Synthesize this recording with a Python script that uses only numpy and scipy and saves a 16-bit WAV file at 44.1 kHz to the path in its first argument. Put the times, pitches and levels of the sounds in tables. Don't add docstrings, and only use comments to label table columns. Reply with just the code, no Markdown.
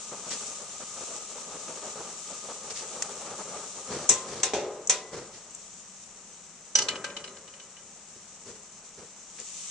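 import sys
import numpy as np
from scipy import signal
from scipy.fft import rfft, irfft
from scipy.io import wavfile
from scipy.ndimage import map_coordinates

SR = 44100
rng = np.random.default_rng(int(sys.argv[2]) if len(sys.argv) > 2 else 0)


def generate_wav(sig):
    pcm = np.round(np.clip(np.atleast_2d(sig).T, -1, 1) * 32767).astype(np.int16)
    wavfile.write(sys.argv[1], SR, pcm)


N = 427769
T = np.arange(N) / SR
RING = T[:SR]
TOP_HZ = 9700

# (start [s], end [s])
CALMING_S = (4.4, 5.97)


def undb(db):
    return 10 ** (np.asarray(db) / 20)


def unit(x):
    return x / np.sqrt(np.mean(x ** 2))


def rfft_hz(x):
    return np.fft.rfftfreq(x.shape[-1], 1 / SR)


def colour(x, points):
    hz, db = np.transpose(points)
    octave, known = np.log2(rfft_hz(x) + 1), np.log2(hz)
    beyond = np.abs(octave - np.clip(octave, known[0], known[-1]))
    gain = undb(np.interp(octave, known, db) - 20 * beyond)
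    return irfft(rfft(x) * gain, x.shape[-1])


def spread(pair, alike_hz=3000):
    alike = .97 / (1 + (rfft_hz(pair) / alike_hz) ** 2)
    mid, side = rfft(pair) * np.sqrt([(1 + alike) / 2, (1 - alike) / 2])
    return irfft(np.array([mid + side, mid - side]), pair.shape[-1])


def noise(points, size=N):
    return unit(colour(spread(rng.standard_normal((2, size))), points))


def walk(rate):
    knots = rng.standard_normal(4096)
    return unit(map_coordinates(knots, [T * rate], order=2, mode="wrap"))


def swell(age):
    age = np.maximum(age, 0)
    return age * np.exp(1 - age)


def fade(t60):
    return np.exp(-np.log(1000) * RING / t60)


def blow(x, db):
    return x * undb(db) / np.sqrt(np.mean(x[:, :SR * 3 // 100] ** 2))


def modes(table, scatter_db, split, apart_hz=5000):
    out = 0
    pairs = table + table
    for (hz, db, t60), draw in zip(pairs, rng.standard_normal((len(pairs), 4))):
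        size, phase, lag, detune = draw
        angle = np.pi * phase + np.array([[1], [-1]]) * lag * hz / apart_hz
        wave = np.sin(2 * np.pi * hz * (1 + split * detune) * RING + angle)
        out = out + undb(db + scatter_db * size) * fade(t60) * wave
    return out


def sheet(ripple_db=5, order=330):
    ripple = ripple_db * np.clip(rng.standard_normal(order), -2, 2)
    return np.transpose([np.linspace(30, TOP_HZ, order), ripple])


def add(out, s, sound):
    start = int(s * SR)
    out[:, start:start + sound.shape[1]] += sound[:, :N - start]


def sizzle():
    # (frequency [Hz], density [dB per Hz])
    fat = [(700, -6), (1700, -10.5), (2600, 1.5), (4000, 4), (6000, -2.5), (8000, -2.5), (9700, -2.5)]
    # (frequency [Hz], gain [dB])
    muffle = [(100, -4), (2000, -3), (4500, -2), (6000, 0.5), (8000, 0), (9700, -5)]
    # (time [s], share shut [0-1])
    lid_shut = [(4.15, 0), (4.65, 0.87), (9.25, 0.91), (9.64, 0)]
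    # (time [s], added level before waver [dB], time to peak [s])
    seethes = [(.25, -43, 0.11), (.88, -50.5, 0.15), (5.2, -56.5, 0.47)]
    pops_per_s, pop_spread_db, pop_cap_db = 9000, 2.7, 11
    hiss_db, ripple_db = -1, 2.0
    fry_db, lid_loss_db, heat_db_per_s = -47, -11.5, 0.67
    flicker_db, drift_db = 0.74, 0.23

    burst = rng.random(N) < pops_per_s / SR
    size = undb(np.minimum(pop_spread_db * rng.exponential(size=N), pop_cap_db))
    pops = unit(colour(spread(burst * size * rng.standard_normal((2, N))), fat))
    hiss = undb(hiss_db) * noise(fat)
    fry = unit(colour(pops + hiss, sheet(ripple_db)))

    shut = np.clip(np.interp(T, *np.transpose(lid_shut)), 0, 1)
    heat_db = heat_db_per_s * np.cumsum(shut) / SR
    power = undb(fry_db + lid_loss_db * shut + heat_db) ** 2
    for s, db, rise_s in seethes:
        power = power + (undb(db) * swell((T - s) / rise_s)) ** 2
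    waver = undb(flicker_db * walk(34) + drift_db * walk(3))
    heard = (1 - shut) * fry + shut * colour(fry, muffle)
    return heard * np.sqrt(power) * waver


def flames():
    # (frequency [Hz], density [dB per Hz])
    flame_colour = [(40, -23), (100, -14), (200, -1), (330, -6), (420, 3), (600, 2.5), (700, -2), (850, 0),
                    (1050, -5.5), (1230, 0.5), (1400, -7), (1800, -13), (4000, -14)]
    # (frequency [Hz], density [dB per Hz])
    gas_colour = [(25, -2), (70, -6.5), (130, -4.5), (190, 8.5), (270, -3), (500, -3), (800, -2.5),
                  (1100, -3), (1280, -2), (1500, -5.5), (3000, -5.5)]
    # (time [s], level before trim [dB])
    draught = [(0, -54.5), (0.5, -49.5), (0.92, -58), (1.13, -47), (1.3, -53), (1.6, -51.5), (1.72, -46.5),
               (2.03, -46), (2.15, -54.5), (2.7, -51), (3.4, -46), (3.6, -45.5), (3.7, -51), (3.85, -47)]
    # (time [s], peak before trim [dB], length at full strength [s])
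    flaps = [(0.116, -33, 0.031), (0.261, -34.5, 0.028), (0.321, -37, 0.03), (0.41, -36.5, 0.027),
             (0.805, -33.5, 0.032), (0.964, -36.5, 0.032), (1.011, -34, 0.03), (1.356, -35, 0.03),
             (1.544, -32.5, 0.026), (1.681, -31.5, 0.029), (1.957, -34, 0.026), (2.304, -35, 0.026),
             (2.489, -31.5, 0.032), (2.994, -36, 0.03), (3.092, -33.5, 0.026), (3.305, -31, 0.03),
             (3.39, -30.5, 0.033)]
    draught_trim_db, flap_trim_db, shut_db, gas_db = 2.5, -8, -21, -56.5
    flutter_db, flutter_rate = 2.8, 36
    attack_s, release_s = 0.0091, 0.0059

    db = np.interp(T, *np.transpose(draught)) + np.interp(T, CALMING_S, [0, shut_db])
    flutter = flutter_db * np.clip(walk(flutter_rate), -2, 2)
    strength = undb(db + draught_trim_db + flutter)
    for s, peak_db, length in flaps:
        flap = np.interp(T - s, [-attack_s, 0, length, length + release_s], [0, 1, 1, 0])
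        strength = np.maximum(strength, flap * undb(peak_db + flap_trim_db))
    return strength * noise(flame_colour) + undb(gas_db) * noise(gas_colour)


def burner_tube(hz=1230, width=0.051, open_db=-55, shut_db=-72):
    peak = [(hz * (1 - 2 * width), -20), (hz, 0), (hz * (1 + 2 * width), -20)]
    return noise(peak) * undb(np.interp(T, CALMING_S, [open_db, shut_db]))


def breeze(db=-74):
    # (frequency [Hz], density [dB per Hz])
    air = [(20, -9.5), (50, -17), (90, 0), (160, -9.5)]
    gust_db = 2.5 * walk(1.5)
    return unit(colour(rng.standard_normal((2, N)), air)) * undb(db + gust_db)


def handling(grit_db=2, grit_rate=200):
    # (time [s], level [dB], pitch [Hz], width [octaves], t60 [s])
    ticks = [(3.0227, -35, 1980, 2.6, 0.03), (5.508, -63, 7900, 0.27, 0.023),
             (5.548, -53, 7540, 0.11, 0.018), (8.632, -66, 7000, 0.46, .015), (9.386, -52, 1790, .8, .03),
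             (9.4, -54, 7000, 0.73, 0.019)]
    # (time [s], length [s], rumble [dB], scrape [dB])
    rubs = [(0.303, .07, -52, -36.5), (2.698, 0.032, -46.5, -38.5), (2.745, 0.12, -59, -41),
            (3.888, 0.19, -36, -41.5), (4.087, 0.1, -37, -62), (4.263, 0.31, -41.5, -45),
            (5.112, 0.17, -38.5, -47), (5.323, 0.11, -51.5, -50), (8.157, .033, -54, -59),
            (8.455, 0.13, -47.5, -52.5), (8.974, 0.11, -49, -57), (9.379, 0.063, -52.5, -48.5)]
    # (frequency [Hz], density [dB per Hz])
    rumble = [(30, -16), (60, -8.5), (95, -2), (200, 0.5), (290, -3), (450, 7), (650, -5), (1000, -7.5),
              (2000, -12)]
    scrape = [(500, -17), (1800, 3.5), (4500, 8.5), (7000, -6.5), (9700, -4.5)]

    out = np.zeros((2, N))
    for s, db, hz, octaves, t60 in ticks:
        peak = [(hz / 2 ** octaves, -8), (hz, 0), (hz * 2 ** octaves, -8)]
        add(out, s, blow(noise(peak, size=SR) * fade(t60), db))
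    for s, length, rumble_db, scrape_db in rubs:
        pressure = swell(4 * RING / length)
        rub = undb(rumble_db) * noise(rumble, size=SR) + undb(scrape_db) * noise(scrape, size=SR)
        grit = np.interp(RING * grit_rate, np.arange(256), rng.standard_normal(256))
        add(out, s, rub * pressure * undb(grit_db * grit))
    return out


def lid():
    # (time [s], shell [dB], clatter [dB], hinge [dB], strap [dB], contact t60 [s])
    clanks = [(4.091, -39, -28.5, -18.5, -37.5, 0.18), (4.432, -39, -28, -28, -40, 0.13),
              (4.535, -28, -32.5, -47, -59, 0.19), (4.872, -56, -66, -39.5, -68, 0.061),
              (4.896, -40.5, -26.5, -25, -32.5, 0.15)]
    # (frequency [Hz], relative level [dB], t60 [s])
    lid_modes = [(190.5, -16, 0.8), (302, -23, .3), (371, -0.5, 0.85), (419.6, -0.5, 0.99), (466, -7, 0.95),
                 (536, -2, 0.8), (570, -12.5, 0.7), (597, -5, 0.93), (620, -22, 0.76), (710, -5, 0.37),
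                 (767, 1.5, 0.3), (819, -7.5, 0.85), (975, -15, 0.79), (1050, -11.5, 0.87),
                 (1240, -16, 0.4), (1470, -20, 0.56), (1720, -30, .3), (1960, -22, 0.75)]
    # (frequency [Hz], relative level [dB], t60 [s])
    strap_modes = [(758, -6.5, 0.63), (994, -3, .6), (1040, 2, 0.92), (1990, -3, 0.65), (2040, -11, 0.65),
                   (4300, -8, .25), (5300, 2, .18), (5760, 1, 0.1), (5910, 1.5, 0.14), (7500, -9, 0.17),
                   (8820, 3.5, 0.17)]
    # (frequency [Hz], density [dB per Hz])
    shell_colour = [(60, -16), (200, -11), (480, 7.5), (800, -4.5), (1400, -16.5), (2500, -19)]
    clatter_colour = [(500, -21), (1100, 0.5), (2000, 1.5), (3500, 6), (4800, -0.5), (6500, -10)]
    hinge_colour = [(3500, -32), (5500, 2.5), (6200, 3.5), (7300, 1), (8000, 4.5), (8800, -10),
                    (9700, -0.5)]
    thud_hz, thud_t60, thud_trim_db = 450, 0.023, -3
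    shell_t60, wash_trim_db, hinge_trim_db = 0.89, -3.0, -6
    crack, crack_t60, rise_s = 1.7, 0.02, 0.002
    clatter_hang = 2.07

    out, steel = np.zeros((2, N)), sheet()
    rise = np.minimum(RING / rise_s, 1)
    thud = np.tile(np.sin(2 * np.pi * thud_hz * RING) * fade(thud_t60) * rise, (2, 1))
    for s, shell_db, clatter_db, hinge_db, strap_db, t60 in clanks:
        contact = (fade(t60) + crack * fade(crack_t60)) * rise
        wash = noise(shell_colour, size=SR) * fade(shell_t60)
        clatter = colour(noise(clatter_colour, size=SR), steel) * fade(clatter_hang * t60)
        hinge = colour(noise(hinge_colour, size=SR), steel) * contact
        add(out, s, blow(thud, shell_db + thud_trim_db))
        add(out, s, blow(modes(lid_modes, scatter_db=1.5, split=0.0021), shell_db))
        add(out, s, blow(modes(strap_modes, scatter_db=2, split=.003), strap_db))
        add(out, s, blow(wash, shell_db + wash_trim_db))
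        add(out, s, blow(clatter, clatter_db))
        add(out, s, blow(hinge, hinge_db + hinge_trim_db))
    return out


def rack():
    # (time [s], level before trims [dB])
    bounces = [(6.7521, -23), (6.786, -25.5), (6.819, -34.5), (6.884, -25), (6.955, -38.5), (7.042, -31.5),
               (7.1, -45.5), (7.165, -36), (7.24, -40), (7.275, -43.5), (7.366, -50.5), (7.476, -50),
               (7.536, -50.5), (7.598, -48.5), (7.766, -52)]
    # (frequency [Hz], relative level [dB], t60 [s])
    rack_modes = [(387, -11.5, 1.7), (440, -15, 1.6), (532, -12, 1.5), (570, -8.5, 1.6), (855, -9.5, 0.36),
                  (1022, -12.5, 1.06), (1237, -5.5, 0.68), (1287, -10.5, 0.84), (1580, -1, 0.24),
                  (2006, -7.5, 0.51), (2420, -5.5, 0.29), (2940, 3, 0.12), (3000, 5.5, 0.19),
                  (3520, -17, 0.091), (3730, 1, 0.068), (4040, 3.5, 0.18), (4340, -4, 0.19),
                  (4400, -2, 0.11), (4750, -12, .08), (5200, -4, 0.14), (5960, -0.5, 0.13),
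                  (6070, -32, 0.17), (6770, -17, .2), (7300, -16, 0.22), (8700, -13, 0.18)]
    # (frequency [Hz], density [dB per Hz])
    wire_colour = [(400, -8), (1200, -1), (3000, 5), (5000, 3), (7000, -5), (9700, -3)]
    firebox = [(30, -16), (90, -5), (190, 2), (290, -2), (420, 3), (570, 4), (720, -6.5), (900, -5.5),
               (1250, -2.5), (1700, -9)]
    contact_s, chatter, touch_rise_s = 0.01, 1.2, 0.0024
    wire_t60, wire_trim_db, ring_trim_db = 0.22, -7, -4.5
    body_t60, body_trim_db, body_rise_s = 1.07, -15, 0.044
    knock_hz, knock_s, fall_hz = 5350, .1, 3010
    stress_db, pitch_scatter, bass_ratio = 6, 0.043, 0.1

    out = np.zeros((2, N))
    touch = 1 + chatter / (1 + (RING / contact_s) ** 8)
    touch = touch * np.minimum(RING / touch_rise_s, 1)
    body_rise = np.minimum(RING / body_rise_s, 1)
    for s, db in bounces:
        wires = blow(noise(wire_colour, size=SR) * fade(wire_t60) * touch, db + wire_trim_db)
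        ring = blow(modes(rack_modes, scatter_db=4.5, split=0.00823) * touch, db + ring_trim_db)
        body = blow(noise(firebox, size=SR) * fade(body_t60), db + body_trim_db) * body_rise
        centre_hz = knock_hz if s - bounces[0][0] < knock_s else fall_hz
        hz = centre_hz * np.exp(pitch_scatter * rng.standard_normal())
        stress = [(20, -8), (hz * bass_ratio, 0), (hz * 0.33, 0), (hz, stress_db),
                  (hz * 1.6, -2), (hz * 2, -8), (SR, -8)]
        padded = np.pad(wires + ring + body, ((0, 0), (0, SR)))
        add(out, s, colour(padded, stress)[:, :SR])
    return out


def scene():
    return sizzle() + flames() + burner_tube() + breeze() + handling() + lid() + rack()


def record(dry):
    # (frequency [Hz], left gain [dB], right gain [dB])
    ports = [(1000, 0.05, -1.06), (3840, -3.5, -4.5), (4890, 1.5, 1), (6026, 9.5, 14), (6400, 9, 14),
             (6710, 15.5, 1.5), (7360, 17, 8.5), (8400, 10, -6.5), (9400, 5.5, -3), (10300, -6, -20)]
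    ceiling = .8
    hz, *sides = np.transpose(ports)
    gain = undb([np.interp(rfft_hz(dry), hz, db) for db in sides])
    heard = ceiling * np.tanh(irfft(rfft(dry) * gain, N) / ceiling)
    top_cut = signal.ellip(10, .2, 70, TOP_HZ, fs=SR, output="sos")
    return signal.sosfilt(top_cut, heard)


dry = scene()
out = record(dry)
generate_wav(out)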